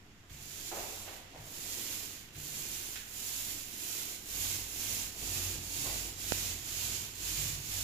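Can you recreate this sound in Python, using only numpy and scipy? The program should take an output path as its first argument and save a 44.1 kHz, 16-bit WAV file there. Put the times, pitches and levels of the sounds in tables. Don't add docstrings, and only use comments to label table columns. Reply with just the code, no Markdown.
import sys
import numpy as np
from scipy import signal
from scipy.fft import rfft, irfft, next_fast_len
from scipy.io import wavfile
from scipy.ndimage import uniform_filter1d, map_coordinates

SR = 44100
rng = np.random.default_rng(int(sys.argv[2]) if len(sys.argv) > 2 else 0)


def dump_mix(stems):
    frames = np.atleast_2d(stems).T
    limited = np.clip(frames, -1, 1)
    pcm = np.round(limited * 32767).astype(np.int16)
    wavfile.write(sys.argv[1], SR, pcm)


N = 345303

# f/Hz, left level/dB, right level/dB
THREAD_SPECTRUM = [(300, -25.5, -26), (1000, -17.5, -16), (1670, -21, -22.5), (2440, -10.5, -9),
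                   (3280, -11, -7), (4670, -12, -5), (5980, -12.5, -3), (7000, -6, 1.5), (7710, -11, -1),
                   (8220, -5, -25), (8650, -9.5, -11.5), (9700, -18, -6.0), (12500, -11.5, -3),
                   (16800, -13.5, -9.5)]
# f/Hz, level/dB
BEAD_SPECTRUM = [(300, -6), (700, -10), (1050, -17.5), (1500, -4.5), (2100, -3), (3100, -2), (4300, -6.5),
                 (7000, -7.5), (14000, -40)]
# t/s, gain/dB
TREBLE_DRIFT = [(0, -0.5), (1.8, 0), (3.4, 2.5), (5.5, -0.5), (6.8, -1.5), (7.8, -0.5)]
LANDING_S, BEFORE_LANDING_DB = .295, -7

def paint():
    _, _, hiss_db, *_ = np.transpose(STROKES)
    peel = rolling(hiss_db, speed_power=1, creep_db=-68)
    squelch = rolling(hiss_db - 9, speed_power=1.38, creep_db=-57.5)
    contact_db = BEFORE_LANDING_DB * (np.arange(N) / SR < LANDING_S)
    treble_db = np.interp(np.arange(N) / SR, *np.transpose(TREBLE_DRIFT))
    speed = peel / peel.max()
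    nap_db = 0.6 * wobble(25) + 0.18 * wobble(160)
    threads = impulses(30000 * speed + 6000, scatter_db=1.2)
    spectrum = np.array(THREAD_SPECTRUM)
    left, right = spectrum[:, [0, 1]], spectrum[:, [0, 2]]
    hiss = unit(filtered(threads, lambda hz: amp([along(left, hz), along(right, hz)])))
    treble = filtered(hiss, lambda hz: 1 - 1 / (1 + (hz / 9000) ** 6))
    hiss += (amp(treble_db) - 1) * treble
    beads = spread(impulses(12000 * speed + 3000, scatter_db=1.5))
    smack = panned(coloured(beads, BEAD_SPECTRUM), right_db=6)
    return amp(contact_db + nap_db) * (amp(3.5) * peel * hiss + amp(-2) * squelch * smack)


# start t/s, end t/s, hiss level/dB, boom level/dB,
# rumble level/dB, arch exponent (1 = a sine arch, more = more peaked)
STROKES = [(0.217, 1.31, -46, -60, -61, 1.27), (1.269, 2.387, -42.5, -60.5, -56, 2),
           (2.321, 3.067, -44, -60, -58.5, 0.63), (2.998, 3.763, -42, -58, -60, 1.09),
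           (3.615, 4.288, -42.5, -65, -57, 1.12), (4.189, 4.75, -38.5, -48.5, -55.5, 1.42),
           (4.616, 5.184, -39, -51.5, -54, 1.24), (5.086, 5.693, -39, -44, -51.5, 1.27),
           (5.562, 6.19, -39.4, -47, -52, 0.92), (6.101, 6.681, -38.5, -46.5, -55.5, 1.3),
           (6.542, 7.17, -38.5, -48.5, -55.5, 1.27), (7.078, 7.69, -38, -45.5, -58.5, 1.31),
           (7.554, 8.166, -39, -44.5, -59.5, 1.13)]

def rolling(levels_db, speed_power, creep_db, lag_s=0):
    t = np.arange(N) / SR - lag_s
    power = np.full(N, amp(creep_db) ** 2)
    for (start, end, *_, arch), db in zip(STROKES, levels_db):
        during = slice(*np.searchsorted(t, [start, end]))
        speed = np.abs(np.sin(np.pi * (t[during] - start) / (end - start))) ** arch
        power[during] += (amp(db) * speed ** speed_power) ** 2
    return np.sqrt(power)


# f/Hz, bandwidth/Hz, relative level/dB
WALL_MODES = [(51, 3.9, -0.5), (91.4, 6, 0.5), (107.4, 7.2, -6.5), (131.3, 4.4, -4)]
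# f/Hz, bandwidth/Hz, relative level/dB
RUMBLE_MODES = [(158.8, 10.4, 5), (203, 9.5, 3), (239.7, 37, 1), (279.9, 10.8, 4), (308.4, 11, 5.5),
                (347.5, 10, 4.5), (398, 35, -4), (487, 34, -14), (670, 58, -6.5)]

def wall():
    _, _, _, boom_db, rumble_db, _ = np.transpose(STROKES)
    pressure = rolling(boom_db, speed_power=0.86, creep_db=-63, lag_s=.035)
    turning = rolling(rumble_db, speed_power=0.61, creep_db=-65)
    # f/Hz, level/dB
    boom_spectrum = [(25, -6), (50, 5), (68, -12), (88, 1), (135, -3), (165, -18.5), (260, 0), (800, -51)]
    rumble_spectrum = [(70, -6), (150, -2.5), (200, 1.5), (750, 1), (1100, 0), (5000, -17)]
    boom = resonant(spread(impulses(900, scatter_db=2.5)), WALL_MODES)
    boom = evened(coloured(boom, boom_spectrum))
    rumble = resonant(spread(impulses(1500, scatter_db=2)), RUMBLE_MODES)
    return pressure * boom + turning * coloured(rumble, rumble_spectrum)


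# f/Hz, bandwidth/Hz, relative level/dB
PATCH_MODE = [(142, 12, 0)]
# centre t/s, half duration/s, level/dB
CROSSINGS = [(2.518, 0.26, -57), (7.473, 0.19, -50)]

def patches():
    t = np.arange(N) / SR
    nearness = sum(amp(db) * np.exp(-((t - s) / half_s) ** 2) for s, half_s, db in CROSSINGS)
    knocks = spread(impulses(900, scatter_db=0))
    return nearness * evened(resonant(knocks, PATCH_MODE))


# t/s, chatter level/dB, chatter T60/s, thud level/dB
JOLTS = [(.295, -58, 0.27, -48.5), (1.07, -53, 0.88, -64.5), (1.373, -59, 0.35, -51),
         (2.349, -53, 0.13, -50), (2.955, -42.5, 0.24, -76)]
# f/Hz, level/dB
FRAME_SPECTRUM = [(300, -14), (900, -5), (1800, 10), (4000, 7), (7000, -6), (14000, -12)]

def handle():
    shake = sum(amp(db) * burst(s, 0.0024, t60) for s, db, t60, _ in JOLTS)
    impacts = spread(impulses(4000, scatter_db=1.5))
    return shake * panned(coloured(impacts, FRAME_SPECTRUM), right_db=6.5)


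# f/Hz, T60/s, relative level/dB
THUD_MODES = [(52, 0.65, -5), (92.3, 0.51, 0.5), (132, 0.8, -5.5), (149, 0.57, -3), (212, .15, -22)]

def thuds():
    t = np.arange(N) / SR
    out = np.zeros(N)
    for hz, t60, mode_db in THUD_MODES:
        ring = sum(amp(db + mode_db) * burst(s, 0.019, t60) for s, _, _, db in JOLTS)
        out += ring * np.sin(2 * np.pi * hz * t + 1.1 * wobble(30))
    return out


# t/s, level/dB, rise time/s, T60/s
SCUFFS = [(.714, -39.5, 0.0024, 0.26), (.745, -46, 0.037, 0.78), (1.055, -48.5, 0.029, 0.43),
          (1.325, -55, 0.022, 1), (1.359, -48, 0.0015, 0.018), (5.84, -45.5, 0.019, 0.46)]
# f/Hz, level/dB
SOLE_SPECTRUM = [(100, -21), (250, -13), (340, 0), (450, -1.5), (740, 3.5), (950, -2.5), (1400, -8),
                 (2300, -10.5), (5000, -24), (12000, -46)]

def shoes():
    slide = sum(amp(db) * burst(s, rise, t60) for s, db, rise, t60 in SCUFFS)
    grit = spread(impulses(9000, scatter_db=0))
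    return slide * coloured(grit, SOLE_SPECTRUM)


TICK_S, TICK_DB = 6.3215, -9.4

def tick():
    spike_s, delay_s, push_s, leak_hz = .00004, .00065, .00047, 55
    t = np.arange(N) / SR - TICK_S
    spike = np.exp(-(t / spike_s) ** 2)
    push = .54 * np.exp(-((t - delay_s) / push_s) ** 10)
    blow = filtered(push - spike, lambda hz: 1j * hz / (leak_hz + 1j * hz))
    return np.outer([0, 1], amp(TICK_DB) * blow)


# f/Hz, T60/s
ROOM_DECAY = [(150, 0.83), (1500, 1), (6000, 0.45), (14000, 0.037)]

def room(x, wet_db, positions=24):
    out = x.copy()
    place = np.arange(N) / N * (positions - 1)
    for k in range(positions):
        hz, t, noise = signal.stft(rng.standard_normal((2, SR // 2)), SR, nperseg=256)
        decay = np.exp(-np.log(1000) * t / along(ROOM_DECAY, hz)[:, None])
        tail = signal.istft(noise * decay, SR)[1]
        near = np.flatnonzero(np.abs(place - k) < 1)
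        piece = x[:, near] * np.sqrt(1 - np.abs(place[near] - k))
        echo = signal.fftconvolve(piece, tail / np.linalg.norm(tail[0]), axes=1)[:, :N - near[0]]
        out[:, near[0]:near[0] + echo.shape[1]] += amp(wet_db) * echo
    return out


# f/Hz, relative level/dB
AIR_SPECTRUM = [(20, 5.5), (45, -4), (100, -7.5), (240, -6.5), (400, -44), (900, -16), (2000, -15),
                (6000, -40.5), (15000, -46)]

def air():
    return amp(-60) * coloured(spread(rng.standard_normal((2, N))), AIR_SPECTRUM)


# f/Hz, coherence
COHERENCE = [(130, 0.93), (290, 0.95), (640, 0.75), (1400, 0)]

def spread(pair):
    angle = lambda hz: np.arccos(np.clip(along(COHERENCE, hz), -1, 1)) / 2
    mid, side = filtered(pair, lambda hz: np.array([np.cos(angle(hz)), np.sin(angle(hz))]))
    return np.array([mid + side, mid - side])


def panned(x, right_db):
    return x * amp([[-right_db / 2], [right_db / 2]])


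def impulses(per_second, scatter_db):
    chance = np.clip(per_second / SR, 1e-4, 1)
    sizes = rng.standard_normal((2, N)) * amp(scatter_db * rng.standard_normal((2, N)))
    return unit(sizes * (rng.random((2, N)) < chance) / np.sqrt(chance))


def burst(start_s, rise_s, t60):
    t = np.maximum(np.arange(N) / SR - start_s, 0)
    return np.minimum(t / rise_s, 1) * np.exp(-np.log(1000) * np.maximum(t - rise_s, 0) / t60)


def wobble(rate):
    knots = rng.standard_normal(int(N * rate / SR) + 4)
    return map_coordinates(knots, [np.arange(N) * rate / SR])


def evened(x):
    power = uniform_filter1d(np.mean(x ** 2, axis=0), size=4000)
    return unit(x / np.sqrt(np.abs(power) + .1))


def resonant(x, modes):
    def response(f):
        return sum(amp(db) * 1j * f * width / (f0 * f0 - f * f + 1j * f * width)
                   for f0, width, db in modes)
    return unit(filtered(x, response))


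def coloured(x, points):
    return unit(filtered(x, lambda hz: amp(along(points, hz))))


def filtered(x, response):
    size = next_fast_len(N + SR // 2)
    return irfft(rfft(x, size) * response(np.fft.rfftfreq(size, 1 / SR)), size)[..., :N]


def along(points, hz):
    f, values = np.transpose(points)
    return np.interp(np.log(hz + 1), np.log(f + 1), values)


def unit(x):
    return x / np.sqrt(np.mean(x ** 2) + 1e-20)


def amp(db):
    return 10 ** (np.asarray(db) / 20)


def scene():
    background = air()
    reverberant = room(paint() + handle() + shoes(), wet_db=-8)
    return reverberant + wall() + patches() + thuds() + tick() + background


CUTOFF_HZ = 15520

def record(dry):
    return filtered(dry, lambda hz: hz < CUTOFF_HZ)


dry = scene()
out = record(dry)
dump_mix(out)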